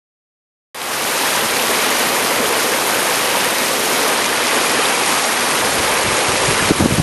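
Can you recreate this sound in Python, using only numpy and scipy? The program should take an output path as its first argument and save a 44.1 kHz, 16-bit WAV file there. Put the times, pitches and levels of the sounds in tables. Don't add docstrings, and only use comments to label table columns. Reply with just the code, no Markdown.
import sys
import numpy as np
from scipy import signal
from scipy.io import wavfile
from scipy.ndimage import uniform_filter1d

SR = 44100
rng = np.random.default_rng(int(sys.argv[2]) if len(sys.argv) > 2 else 0)


def pcm_store(signal):
    levels = np.round(np.clip(np.atleast_2d(signal), -1, 1) * 32767)
    wavfile.write(sys.argv[1], SR, levels.astype(np.int16).T)


def nominal_scale(level):
    x = np.asarray(level, float) / 20
    return 10 ** x


N = 309582
START_S = .7445


def curves(rows):
    s, *columns = np.transpose(rows)
    return [np.interp(np.arange(N) / SR, s, column) for column in columns]


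def rms_one(x):
    return x / np.sqrt(np.mean(x ** 2) + 1e-20)


def drift(rate):
    r = np.exp(-80 * np.pi * rate / SR)
    noise = rng.standard_normal(N // 40 + 2002)
    slow = signal.lfilter([1], [1, -2 * r, r * r], noise)[2000:]
    return np.interp(np.arange(N) / 40, np.arange(len(slow)), rms_one(slow))


def butter(x, hz, kind, order=2):
    return signal.sosfilt(signal.butter(order, hz, kind, fs=SR, output="sos"), x)


def scattered(per_s, peak_db, spread_db, low_hz, high_hz, count=80):
    gap, size, pitch = rng.random((count, 3)).T
    s = START_S + np.cumsum(-np.log(1 - gap) / per_s)
    level_db = peak_db + spread_db * (2 * size - 1)
    rows = np.c_[s, level_db, low_hz * (high_hz / low_hz) ** pitch]
    return list(rows[s < N / SR])


def add(track, s, sound):
    i = round(s * SR) - len(sound) // 2
    track[i:i + len(sound)] += sound[:N - i]


def rush(surge_db, near_db, flicker_db, hiss_db, rumble_db):
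    # f/Hz, level/dB (per Hz)
    spectrum = [(25, -39), (60, -50), (113, -17.5), (240, -6), (333, -4), (500, -0.5), (630, -3.5),
                (950, -0.5), (1400, -4), (2500, -5.5), (3100, -8), (6500, -13), (9200, -12.5),
                (14000, -13.5)]
    table_hz, table_db = np.transpose(spectrum)
    edges = 25 * 2 ** np.arange(0, 9.4, 1 / 3)
    white, surge, out = rng.standard_normal((2, N)), drift(2.3), 0
    near = [drift(1.3) for k in range(len(edges) // 4 + 2)]
    for k, (low, high) in enumerate(zip(edges, edges[1:])):
        centre = np.log(low * high) / 2
        level_db = np.interp(centre, np.log(table_hz), table_db)
        level_db = level_db + hiss_db * (high > 3500) + rumble_db * (low < 600)
        share = k % 4 / 4
        patch = (1 - share) * near[k // 4] + share * near[k // 4 + 1]
        gain_db = level_db + surge_db * surge + near_db * patch + flicker_db * drift(27.0)
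        out = out + nominal_scale(gain_db) * butter(white[k % 2], [low, high], "band")
    return rms_one(out)


def grains(per_s, low_hz, high_hz, cycles, spread_db, tilt_db, count=24):
    sizes = nominal_scale(spread_db * np.minimum(rng.exponential(1, N), 4.0)) * rng.choice([-1, 1], N)
    clicks = sizes * (rng.random(N) < per_s / SR)
    dealt, out = rng.integers(0, count, N), 0
    for k, hz in enumerate(np.geomspace(low_hz, high_hz, count)):
        r = nominal_scale(-60 * hz / (cycles * SR))
        w = 2 * np.pi * hz / SR
        struck = clicks * (dealt == k) + 1e-18
        ring = signal.lfilter([0, np.sin(w)], [1, -2 * r * np.cos(w), r * r], struck)
        out = out + nominal_scale(tilt_db * np.log2(hz / low_hz)) * ring
    return rms_one(out)


def hollows(x):
    # f/Hz, width/Hz, level/dB
    cavities = [
        (241, 23, -10),
        (510, 34, -8),
    ]
    out = x
    for hz, width, db in cavities:
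        out = out + nominal_scale(db) * signal.lfilter(*signal.iirpeak(hz, hz / width, fs=SR), x)
    return out


def drops():
    # t/s, peak level/dB, f/Hz
    smacks = [(0.818, -11, 3900), (.8186, -16, 8000), (1.41, -14, 3215), (1.569, -13.5, 4500),
              (2.207, -29, 6431), (2.459, -13, 3215), (2.526, -16, 10106), (3.029, -15, 9417),
              (3.158, -14.5, 9000), (3.275, -21, 4823), (3.797, -18.5, 9417), (3.862, -21, 6820),
              (4.184, -16, 5053), (4.243, -26, 6660), (4.261, -14, 6431), (4.471, -14, 5240),
              (4.697, -18, 5282), (4.706, -15, 5053), (4.856, -11, 3660), (5.078, -12, 9000),
              (5.245, -16, 6201), (5.374, -22, 6201), (6.033, -16, 7120), (6.17, -13, 7120),
              (6.302, -18, 4593), (6.366, -17, 4364), (6.458, -15, 6890), (6.763, -13, 9400),
              (6.9535, -13, 9800)]
    # rate/(1/s), peak level/dB, spread/dB, lowest f/Hz, highest f/Hz
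    lesser = (4.0, -21, 5.5, 3900, 10500)
    out, t = np.zeros(N), np.arange(-130, 130) / SR + 0.000505
    for s, peak_db, hz in [*smacks, *scattered(*lesser)]:
        decay = (t > 0) * np.exp(-np.abs(t) / 0.00059)
        add(out, s, nominal_scale(peak_db + 8.5) * np.sin(2 * np.pi * hz * t) * decay)
    return out


def pockets():
    # t/s, f/Hz
    largest = [(1.239, 840), (1.26, 1770), (1.355, 950), (1.701, 400), (2.406, 238), (3.352, 930),
               (3.454, 1840), (3.721, 1120), (3.872, 825), (4.078, 600), (4.188, 920), (4.22, 1873),
               (4.267, 955), (4.58, 1507), (4.78, 1740), (4.795, 493), (4.807, 1180), (4.949, 2350),
               (5.024, 380), (5.294, 1840), (5.474, 797), (5.526, 1020), (6.15, 1295), (6.194, 500),
               (6.298, 372), (6.316, 1210), (6.531, 410), (6.598, 1442), (6.603, 1701)]
    # rate/(1/s), peak level/dB, spread/dB, lowest f/Hz, highest f/Hz
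    lesser = (6.5, -24, -5.5, 494, 3004)
    large_db = -17.5
    out, t = np.zeros(N), np.maximum(np.arange(-1500, 1500) / SR + .006, 0)
    shape = (1 - np.exp(-t / 0.0019)) * np.exp(-t / 0.0075) * 2
    every = [(s, large_db, hz) for s, hz in largest] + scattered(*lesser)
    for (s, peak_db, hz), turn in zip(every, rng.random(200)):
        cycles = hz * (.985 * t + 1.54 * t ** 2) + turn
        add(out, s, nominal_scale(peak_db) * shape * np.sin(2 * np.pi * cycles))
    return out


def wind():
    # t/s, rumble level at the crest/dB
    crests = [(5.55, -59), (5.64, -34), (5.71, -34), (5.78, -33), (5.915, -36), (6.05, -30), (6.285, -30),
              (6.4, -32), (6.49, -23.5), (6.63, -31), (6.715, -25), (6.81, -16.5), (6.925, -22),
              (6.99, -19.5)]
    # t/s, peak level/dB, f/Hz
    eddies = [(5.639, -35, 130), (5.801, -30, 111), (6.044, -24, 137), (6.063, -22, 158), (6.085, -21, 120),
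              (6.129, -24, 158), (6.289, -26, 133), (6.334, -27, 158), (6.456, -25, 138),
              (6.49, -16.5, 156), (6.627, -20, 166), (6.7043, -14, 417), (6.71, 0, 300), (6.717, -3.5, 307),
              (6.795, -17, 300), (6.803, -14, 260), (6.808, -5, 239), (6.816, -14, 195), (6.826, -7, 176),
              (6.841, -8.5, 202), (6.849, -10, 231), (6.86, -1.5, 236), (6.889, -13, 240), (6.91, -10, 269),
              (6.925, -9, 153), (6.941, -10, 173), (6.985, -9, 150), (7, -6, 140), (7.009, -14.5, 130)]
    rise_db_s, fall_db_s = 420, 110
    breeze_from_s, breeze_db, breeze_grows_db_s = 5.5, -43, 2
    lull_s, lull_half_s = 6.22, .05
    flutter_db, flutter_full_db = -4, -19.5
    now = np.arange(N) / SR

    lumps = butter(butter(rng.standard_normal(N), 175, "low"), 50, "high") * nominal_scale(1.6 * drift(22.0))
    gusts = 0
    for s, db in crests:
        gusts = gusts + nominal_scale(db + np.minimum(rise_db_s * (now - s), fall_db_s * (s - now))) ** 2
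    blowing = (now > breeze_from_s) * (abs(now - lull_s) > lull_half_s)
    breeze = nominal_scale(breeze_db + breeze_grows_db_s * (now - breeze_from_s)) * blowing
    out = np.sqrt(gusts + uniform_filter1d(breeze, size=1500) ** 2) * rms_one(lumps)

    flutter = rms_one(butter(rng.standard_normal(N), [140, 420], "band") * nominal_scale(2.5 * drift(40.0)))
    out = out + nominal_scale(flutter_db - flutter_full_db) * gusts * flutter

    chance, t = rng.random((len(eddies), 2)), np.arange(-1200, 1200) / SR
    ragged = rms_one(butter(rng.standard_normal(N), 610, "low"))
    for (s, peak_db, hz), (turn, where) in zip(eddies, chance):
        swell = np.exp(-(t * hz / np.where(t < 0, .52, .62)) ** 2)
        edge = ragged[int(where * (N - len(t))):][:len(t)]
        swing = np.cos(2 * np.pi * (hz * t + turn)) + 0.26 * edge
        add(out, s, nominal_scale(peak_db + 4.5) * swell * swing)
    return butter(out, 34, "high")


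def scene():
    # t/s, rush level/dB
    flow = [(.74, -18.5), (1.0, -20), (1.3, -20), (1.55, -19.5), (1.8, -19), (2.2, -19.5), (3.0, -19.5),
            (3.8, -19.5), (4.1, -19.5), (4.4, -19), (4.65, -19), (4.9, -19.5), (5.25, -18.5), (5.6, -19.5),
            (6.0, -19), (6.6, -19), (6.85, -18.5), (7.02, -21)]
    hiss_follows, rumble_follows = 0.44, 0.27
    rumble_wander_db = 1.1
    flow_db, = curves(flow)
    swing_db = flow_db - np.median(flow_db)
    hiss_db = (hiss_follows - 1) * swing_db
    rumble_db = (rumble_follows - 1) * swing_db + rumble_wander_db * drift(0.74)

    bubbles = rush(0.48, 0.53, 0.98, hiss_db, rumble_db)
    churn = nominal_scale(2.5 * drift(6.0))
    glugs = grains(500 * churn, 222, 2630, cycles=15.4, spread_db=2.5, tilt_db=5.5)
    bursts = nominal_scale(3.0 * drift(30.0))
    spray = grains(1500 * bursts, 2700, 12700, cycles=3.2, spread_db=4.0, tilt_db=5.5)
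    water = bubbles + nominal_scale(-10.0) * glugs + nominal_scale(-8 + hiss_db) * spray
    water = butter(hollows(water), 81, "high")
    return (nominal_scale(flow_db + 2.5) * water + pockets() + drops() + wind())[None]


def gain_control(x, above_db, ratio, release_db_s, attack_hz):
    power = uniform_filter1d(butter(x, 600, "low") ** 2, size=220)
    level_db = 10 * np.log10(power + 1e-12)
    ramp = release_db_s * np.arange(N) / SR
    wanted_db = ratio * np.maximum(level_db - above_db, 0)
    cut_db = np.maximum.accumulate(wanted_db + ramp) - ramp
    r = np.exp(-2 * np.pi * attack_hz / SR)
    return x * nominal_scale(-signal.lfilter([1 - r], [1, -r], cut_db))


def band_limit(x):
    return signal.sosfilt(signal.butter(12, 13870, fs=SR, output="sos"), x)


def record(dry):
    # f/Hz, width/Hz
    notches = [
        (7268, 190),
        (7852, 190),
    ]
    # t/s, f/Hz
    top_edge = [(0.74, 12500), (1.3, 12700), (3.3, 12400), (3.9, 12500), (4.2, 12000), (4.8, 11740),
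                (5.95, 11870), (6.05, 11630), (6.4, 11420), (7.02, 11830)]
    fade_from_s, fade_full_s = 0.67, 1.263
    now = np.arange(N) / SR
    x = gain_control(dry[0], above_db=-15.5, ratio=0.45, release_db_s=54.5, attack_hz=25)
    for hz, width in notches:
        x = signal.lfilter(*signal.iirnotch(hz, hz / width, fs=SR), x)
    x = x / (1 + (x / .93) ** 4) ** .25
    hz, s, cells = signal.stft(x, SR, nperseg=3072)
    cells = cells * (hz[:, None] < np.interp(s, *np.transpose(top_edge)))
    x = signal.istft(cells, SR, nperseg=3072)[1][:N]
    fade = np.clip((now - fade_from_s) / (fade_full_s - fade_from_s), 0, 1)
    x = x * np.sin(np.pi / 2 * fade)
    x = x * np.clip((now - START_S) / 0.0014, 0, 1) ** 2
    return band_limit(x[None])


dry = scene()
out = record(dry)
pcm_store(out)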